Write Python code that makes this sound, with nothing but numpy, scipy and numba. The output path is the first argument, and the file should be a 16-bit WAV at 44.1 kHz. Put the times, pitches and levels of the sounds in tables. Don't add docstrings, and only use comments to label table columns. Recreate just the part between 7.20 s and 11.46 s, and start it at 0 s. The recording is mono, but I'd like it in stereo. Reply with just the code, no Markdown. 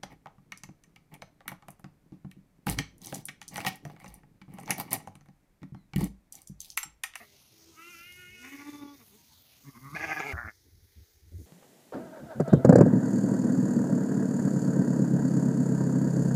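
import sys
import numpy as np
from scipy import signal
from scipy.fft import rfft, irfft
from scipy.io import wavfile
from scipy.ndimage import uniform_filter1d
from numba import njit

SR = 44100
rng = np.random.default_rng(int(sys.argv[2]) if len(sys.argv) > 2 else 0)


def put_to_file(sound):
    columns = np.atleast_2d(sound).T
    safe = np.clip(columns, -1, 1)
    whole_steps = np.round(safe * 32767)
    wavfile.write(sys.argv[1], SR, whole_steps.astype(np.int16))


N = 187866


def undb(db):
    return 10 ** (np.asarray(db) / 20)


def unit(x):
    return x / np.sqrt(np.mean(x ** 2))


def columns(table, t):
    times, *curves = np.transpose(table)
    return [np.interp(t, times, curve) for curve in curves]


def butter(x, order, hz, kind):
    return signal.sosfilt(signal.butter(order, hz, kind, fs=SR, output="sos"), x)


def walk(rate_hz):
    hold = int(SR / rate_hz)
    steps = np.repeat(rng.standard_normal(N // hold + 1), hold)
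    return unit(uniform_filter1d(uniform_filter1d(steps, hold), hold)[:N])


@njit
def resonate(x, hz, width_hz):
    y, band, low = np.empty(len(x)), 0., 0.
    for i in range(len(x)):
        g, damping = np.tan(np.pi * hz[i] / SR), width_hz[i] / hz[i]
        v = (band + g * (x[i] - low)) / (1 + g * (g + damping))
        band, low, y[i] = 2 * v - band, low + 2 * g * v, damping * v
    return y


@njit
def vocal_folds(hz, jitter, shimmer, chance):
    pulses, phases = np.zeros(len(hz) + 1), np.empty(len(hz))
    phase, cycle = 0., 0
    for i in range(len(hz)):
        step = hz[i] * (1 + jitter[i] * chance[cycle, 0]) / SR
        phase += step
        if phase >= 1:
            phase, cycle = phase - 1, cycle + 1
            size = np.exp(shimmer[i] * chance[cycle, 1])
            pulses[i] += size * phase / step
            pulses[i + 1] += size * (1 - phase / step)
        phases[i] = phase
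    return pulses[:-1], phases


# time_s, depth_db (negative lifts the level), width_s
CATCHES = [(1.578, 9.5, 0.014), (1.606, 6, 0.0085), (1.643, 13, 0.0042), (1.669, 9, 0.0036),
           (1.775, 19, 0.015), (1.87, 18, 0.027), (2.075, 25, 0.029), (2.522, 32, 0.02), (2.6, 14, 0.012),
           (3.17, -1, 0.0057)]
# first_s, spacing_s, count, depth_db, width_s
QUAVERS = [(1.304, 0.0692, 4, 14.5, 0.012), (2.702, 0.0801, 5, 8.5, 0.014)]


def throat_catches(t, recovery=1.45):
    runs = [(first_s + k * spacing_s, depth_db, width_s)
            for first_s, spacing_s, count, depth_db, width_s in QUAVERS for k in range(count)]
    duck_db = 0
    for time_s, depth_db, width_s in CATCHES + runs:
        distance = np.abs(t - time_s) / width_s
        duck_db += depth_db * np.exp(-np.where(t > time_s, (distance / recovery) ** 1.6, distance ** 3))
    return duck_db


def bleat(call, throat, roughness, left_lag, pan_db, echo_db, echo_t60_s=.14):
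    start, end_s = int(call[0][0] * SR), call[-1][0]
    t = np.arange(start, int((end_s + echo_t60_s) * SR)) / SR
    drift = lambda rate_hz: walk(rate_hz)[start:start + len(t)]
    hz, level_db, mouth = columns(call, t)
    catch_db = 0 if throat == LAMB_THROAT else throat_catches(t)
    rough = np.interp(mouth, np.arange(len(roughness)), roughness) + .006 * catch_db
    hz = hz * (1 + .006 * drift(30))
    pulses, phase = vocal_folds(hz, .035 * rough, .3 * rough, rng.standard_normal((1000, 2)))
    breath = unit(np.exp(-phase / .45) * rng.standard_normal(len(t)))
    source = unit(pulses - hz / SR) + 4.2 * rough * butter(breath, 1, 900, "high")
    voice = 0
    for k, (width_hz, *shapes) in enumerate(throat):
        stops = np.arange(len(shapes) // 2)
        formant_hz = np.interp(mouth, stops, shapes[0::2]) * (1 + .014 * drift(18))
        formant_db = np.interp(mouth, stops, shapes[1::2]) + (2.2 if k == 0 else 1.4) * drift(45)
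        ring = source
        for _ in range(3):
            ring = resonate(ring, formant_hz, np.full(len(t), 1.826 * width_hz))
        voice += (-1) ** k * undb(formant_db) * unit(ring)
    voice *= undb(level_db - catch_db + .66 * drift(44.99)) * (t < end_s)
    tail_s = np.arange(int(echo_t60_s * SR)) / SR
    decay = undb(-60 * tail_s / echo_t60_s) * np.clip(tail_s / .0018, 0, 1)
    out = np.zeros((2, N + SR))
    for ch, (onset, side) in enumerate([(start + int(left_lag), .5), (start, -.5)]):
        echo = rng.standard_normal(len(decay)) * decay
        echo = butter(echo / np.linalg.norm(echo), 2, 600, "high")
        heard = voice + undb(echo_db) * signal.fftconvolve(voice, echo)[:len(t)]
        out[ch, onset:onset + len(t)] = heard * undb(side * pan_db)
    return out[:, :N]


# time_s, pitch_hz, level_db, mouth_shape (0 = shut, counted along its throat row)
FIRST = [(0, 239, -48.5, 0.89), (.035, 209.2, -53.5, 0.7), (.06, 203.2, -68, 0.26), (.2, 197, -77.5, 0.28)]
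LAMB = [(.3, 325, -81, 0.13), (.5, 331.6, -64, 0.13), (.56, 304.8, -59.5, 0.84), (.58, 322.8, -44, 0.76),
        (.64, 340.5, -47.5, 0.95), (.68, 348.6, -45.5, 0.84), (.72, 349.2, -49.5, 1),
        (.75, 336.8, -44, 0.93), (.805, 338.5, -51, 1), (.86, 355, -48.5, 1.05), (.94, 358.8, -51.5, 1.5),
        (.99, 362.3, -50.5, 1.01), (1.05, 356.7, -50, 1), (1.125, 363.3, -52, 1.49),
        (1.18, 363.3, -51, 1.1), (1.25, 366, -51.5, 1), (1.31, 368, -50, 1.24), (1.36, 362.3, -55.5, 2.74),
        (1.44, 344.4, -54, 2.8), (1.52, 331.4, -57, 2.7)]
EWE = [(1.05, 194.4, -68, 0.095), (1.2, 235.8, -60, 0.073), (1.24, 253.4, -53, 0.88),
       (1.33, 282, -48.5, 0.87), (1.42, 286.4, -43.5, 0.57), (1.49, 295.4, -40, 0.51),
       (1.6, 290.4, -39.5, 0.34), (1.72, 288, -43, 0.053), (1.76, 277, -50, 0.44), (1.81, 236, -52, 0.64),
       (1.85, 201, -61.5, 0.21), (1.92, 197.5, -57, 0.54), (1.96, 225.5, -57.5, 0.31),
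       (2.01, 200, -96, 0.19)]
GRUNT = [(1.97, 158.3, -81, 0.18), (2.03, 158.5, -84.5, 0.081), (2.12, 148, -66, 0.038),
         (2.17, 143, -100, 0.59)]
NEAR = [(2.43, 133.3, -86, -9), (2.447, 140.6, -59.5, 1), (2.49, 139.9, -45, 0.68),
        (2.548, 116.1, -45, 1.73), (2.58, 122, -47, 0.87), (2.63, 131.8, -48.5, 1), (2.67, 140.6, -45.5, 1),
        (2.705, 140.4, -47, 1.5), (2.742, 157.6, -41, 1), (2.754, 158.2, -37, 2.5),
        (2.785, 144.1, -40, 3.5), (2.83, 162.9, -37, 3), (2.848, 163.4, -32, 3), (2.875, 152.9, -38, 3.5),
        (2.93, 160, -33, 3), (2.948, 140.3, -39, 3), (2.968, 151.5, -37, 3), (2.99, 159.3, -39.5, 2.5),
        (3.004, 151.8, -31, 4), (3.025, 129.8, -36, 3), (3.075, 146.6, -40.5, 5), (3.11, 132.5, -39, 6),
        (3.14, 133.2, -44, 0.5)]
# nominal_width_hz, then centre_hz, level_db for each mouth shape
FIRST_THROAT = [(213, 410, 1.5, 250, -8), (205, 540, -32, 770, 5), (260, 1700, -12, 1100, -6),
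                (305, 2200, -5, 1810, -6.5), (300, 4070, -3, 2150, -22)]
LAMB_THROAT = [(101, 416, 15.5, 387, -18, 221, -14, 370, -15),
               (193, 766, -1, 1413, -2, 1628, -38, 1484, -10),
               (345, 2301, -36, 2008, -10, 2006, -11, 1997, -4), (288, 4498, -58, 2387, -12, 2136, -6.5),
               (315, 3102, -42, 2831, -0.5, 2940, -2, 2600, -18)]
EWE_THROAT = [(80, 222, -4.5, 266, -4), (136, 896, -23, 740, -14.5), (55.95, 429, -13.5, 390, -12.5),
              (153, 1090, -21.5, 1120, -12), (534, 2170, -31, 2100, 0.5), (113, 3500, -24.5, 3570, -17.5),
              (200, 1440, -36, 1400, -11)]
GRUNT_THROAT = [(119, 130, 5, 120, 2), (122, 880, 9, 1160, 2.9), (202, 1700, 3, 1800, 17)]
NEAR_THROAT = [(87, 190, 1, 167, -2, 190, -6.5, 180, -20.5, 200, -7.5),
               (128, 360, -11, 214, -9.5, 390, -20, 348, -11.5, 425, -9.5),
               (213, 1400, -18, 880, -26, 640, -25, 742, -5.5, 790, -6),
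               (169, 980, -68, 1140, -3, 1110, 0.5, 1214, -13.5, 1330, -10),
               (146, 2600, -11, 1480, -20.5, 1490, -4.5, 1633, 2.5, 1620, -14),
               (216, 2400, -34, 2040, -11.5, 2140, -4, 1967, -3.5, 2253, 1.5),
               (335, 5200, -45, 2600, -31, 2220, -10, 2460, -2.5, 2740, -10.5),
               (730, 4000, -39, 10400, -36, 4000, -13, 3230, -21, 3700, -13.5),
               (710, 5000, -42, 4700, -30, 4400, -20, 4740, -20.5, 4800, -21),
               (1030, 7500, -54, 12000, -40, 5800, -26, 5900, -21.5, 7200, -20)]
# call, throat, roughness (0-1 per mouth shape), left_lag_samples, left_over_right_db
FLOCK = [(FIRST, FIRST_THROAT, [0.12, 0.48], 21.6, -2.3), (LAMB, LAMB_THROAT, [0.24, 0.072, 0.082, 0.42],
         21.3, -1.7), (EWE, EWE_THROAT, [0.11, 0.36], 1.7, -1.9), (GRUNT, GRUNT_THROAT, [0.22, 0.37],
         8.5, -1.8), (NEAR, NEAR_THROAT, [0.04, 0.2, .3, 0.33, .23], 6, -1.45)]


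def flock():
    return sum(bleat(*animal, echo_db=-6) for animal in FLOCK)


# time_s, rustle_db, rumble_db
FENCE_RIDE = [(0, -63, -69), (.08, -66, -76.5), (.4, -63.5, -75.5), (.7, -58.5, -77.5), (1.1, -60.5, -67.5),
              (1.5, -58, -71), (1.65, -62.5, -71.5), (2.35, -62.5, -78.5), (2.7, -61, -71.5),
              (2.8, -56.5, -63), (3.13, -55, -73)]
PASTURE_RIDE = [(3.14, -66.5, -49.5), (3.35, -68.5, -75), (3.6, -72, -69), (3.9, -71, -80),
                (4.05, -73.5, -71), (4.26, -63.5, -67)]
# frequency_hz, density_db
FENCE_COLOUR = [(18, -39), (30, -22), (81, -2.5), (117, -5), (202, -1.5), (237, -1.5), (420, -7.5),
                (1640, -18.5), (2020, -13), (3790, -8.5), (12600, -5), (15600, -6.5)]
PASTURE_COLOUR = [(18, -44), (30, -15), (90, -12), (219, -25.5), (351, -15.5), (456, -18.5), (592, -33),
                  (810, -26.5), (1200, -34.5), (2080, -23.5), (2700, -34), (3700, -25), (15600, -20.5)]
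# frequency_hz, correlation (0-1)
FENCE_ALIKE = [(60, 0.83), (640, 0.62), (1400, 0.54), (3100, 0.027)]
PASTURE_ALIKE = [(60, 0.019), (640, 0.18), (1400, 0.65), (3100, 0.025)]


def grass_and_rumble(ride, colour, alike, trim_db, swell_db, flicker_db, grain_db):
    def at(table, hz):
        points_hz, values = np.transpose(table)
        return np.interp(np.log(hz), np.log(points_hz + 1), values)

    rustle_db, rumble_db = columns(ride, np.arange(N) / SR)
    floor_db = rustle_db.min()
    bins_hz = np.fft.rfftfreq(N, 1 / SR) + 1
    grains, swell = undb(grain_db * walk(250)), undb(swell_db * walk(5.78))
    rumble, rustle = 0, 0
    for hz in 30 * 2 ** np.arange(0, 9.6, .5):
        window = np.cos(np.pi * np.clip(np.log2(bins_hz / hz), -.5, .5))
        mid, side = irfft(rfft(rng.standard_normal((2, N))) * undb(at(colour, bins_hz)) * window, N)
        likeness = at(alike, hz)
        band = np.sqrt(1 + likeness) * mid + np.sqrt(1 - likeness) * np.array([side, -side])
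        band *= undb(flicker_db * walk(11))
        if hz < 130:
            rumble += band * undb(3.5 * walk(18))
        else:
            rustle += band * grains * swell * undb(min(hz / 7000, 1) * (rustle_db - floor_db))
    treble_db = at(colour, 9760) + 10 * np.log10(6000 / (SR / 2))
    return rustle * undb(floor_db + trim_db - treble_db) + unit(rumble) * undb(rumble_db + 5)


# start_s, level_db
SNAPS = [(0.381, -38), (0.748, -40), (0.9238, -32.5), (1.251, -35), (1.503, -38), (2.123, -44)]


def stalk_snaps(decay_s=.00082):
    out, t = np.zeros((2, N)), np.arange(SR // 20) / SR
    for start_s, level_db in SNAPS:
        start = int(start_s * SR)
        burst = rng.standard_normal((2, len(t))) * np.exp(-t / decay_s)
        out[:, start:start + len(t)] += undb(level_db) * butter(burst, 2, 4500, "high")
    return out


# start_s, peak_db, start_pitch_hz
CHIPS = [(.698, -56, 6200), (1.538, -56.5, 6560)]


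def bird_chips(length_s=.014, fall_hz_per_s=16000):
    out, t = np.zeros((2, N)), np.arange(SR // 20) / SR
    envelope = np.sin(np.pi * np.clip(t / length_s, 0, 1))
    for start_s, peak_db, hz in CHIPS:
        start = int(start_s * SR)
        whistle = np.sin(2 * np.pi * (hz - fall_hz_per_s * t / 2) * t)
        out[:, start:start + len(t)] += undb(peak_db) * envelope * whistle
    return out


# time_s, pitch_hz, level_db, mouth_shape
CREAK = [(3.125, 108.1, -42.5, 0.21), (3.165, 113.2, -46.5, 0), (3.18, 119, -40.5, 0.63),
         (3.215, 119, -44, 0.76), (3.24, 108.3, -44.5, 0.86), (3.29, 109.5, -47.5, 1.92),
         (3.302, 104.2, -58, 2.4), (3.315, 103, -67, 2.4)]
# nominal_width_hz, then centre_hz, level_db for each mouth shape
CREAK_THROAT = [(148, 210, -26, 240, -18.5, 244, -12.5), (228, 710, -11, 740, -12, 690, -7.5),
                (193, 1140, -15, 1150, -10.5, 1190, -13), (181, 1410, -8, 1464, -3.5, 1400, -0.5),
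                (194, 1760, -10.5, 1700, -3.5, 1710, -1), (212, 2600, -39, 2070, -20, 2050, 2)]


def creaky_bleat():
    return bleat(CREAK, CREAK_THROAT, roughness=[.32, .23, .2], left_lag=0, pan_db=.2, echo_db=-17)


# time_s, level_db, flutter_over_thump_db
PUFFS = [(3.134, -30.5, -17), (3.243, -41, -13.5), (3.455, -65, 2.5), (3.521, -59.5, -11), (3.569, -66, -7),
         (3.626, -59, -12), (3.768, -48.5, -14), (3.803, -52, -21), (3.946, -68, -14), (4.025, -57, -20.5),
         (4.067, -56, -14), (4.12, -47, -5), (4.146, -37, -26), (4.185, -41, -9), (4.218, -52.5, -8)]


def wind_puffs(thump_hz=79.2, length_s=.052, centred_db=-23.5, shelter=.56):
    out, t = np.zeros((2, N)), np.arange(N) / SR
    flutter = unit(butter(rng.standard_normal((2, N)), 4, (130, 410), "band")) * [[1.3], [.7]]
    for time_s, level_db, flutter_db in PUFFS:
        phase, skew, detune = rng.uniform(size=3)
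        envelope = np.sin(np.pi * np.clip((t - time_s + .0095) / length_s, 0, 1)) ** .9
        cycles = thump_hz * (.92 + .2 * detune) * (t - time_s) + phase
        thump = np.sin(2 * np.pi * np.array([cycles + .18 * skew, cycles]))
        thump += .23 * (thump ** 2 - .5)
        pan_db = shelter * (level_db - centred_db)
        thump *= undb([[pan_db / 2], [-pan_db / 2]])
        out += undb(level_db) * envelope * (thump + undb(flutter_db) * flutter)
    return out


def scene(cut_s=3.129, splice_s=.0099):
    fence = flock() + stalk_snaps() + bird_chips()
    fence += grass_and_rumble(FENCE_RIDE, FENCE_COLOUR, FENCE_ALIKE,
                              trim_db=.82, swell_db=-.11, flicker_db=2.5, grain_db=1.18)
    pasture = creaky_bleat() + wind_puffs()
    pasture += grass_and_rumble(PASTURE_RIDE, PASTURE_COLOUR, PASTURE_ALIKE,
                                trim_db=3.7, swell_db=.6, flicker_db=1.4, grain_db=.8)
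    crossfade = np.clip((np.arange(N) / SR - cut_s) / splice_s, 0, 1)
    return fence * (1 - crossfade) + pasture * crossfade


# frequency_hz, gain_db
PORT_EQ = [(6600, 1), (7300, -9.5), (8600, -9), (10500, -5.5), (12500, -6)]


def record(dry, top_hz=15500):
    port_db = np.interp(np.fft.rfftfreq(N, 1 / SR), *np.transpose(PORT_EQ))
    coloured = irfft(rfft(dry) * undb(port_db), N)
    return signal.sosfilt(signal.ellip(12, .2, 80, top_hz, fs=SR, output="sos"), coloured)


dry = scene()
out = record(dry)
put_to_file(out)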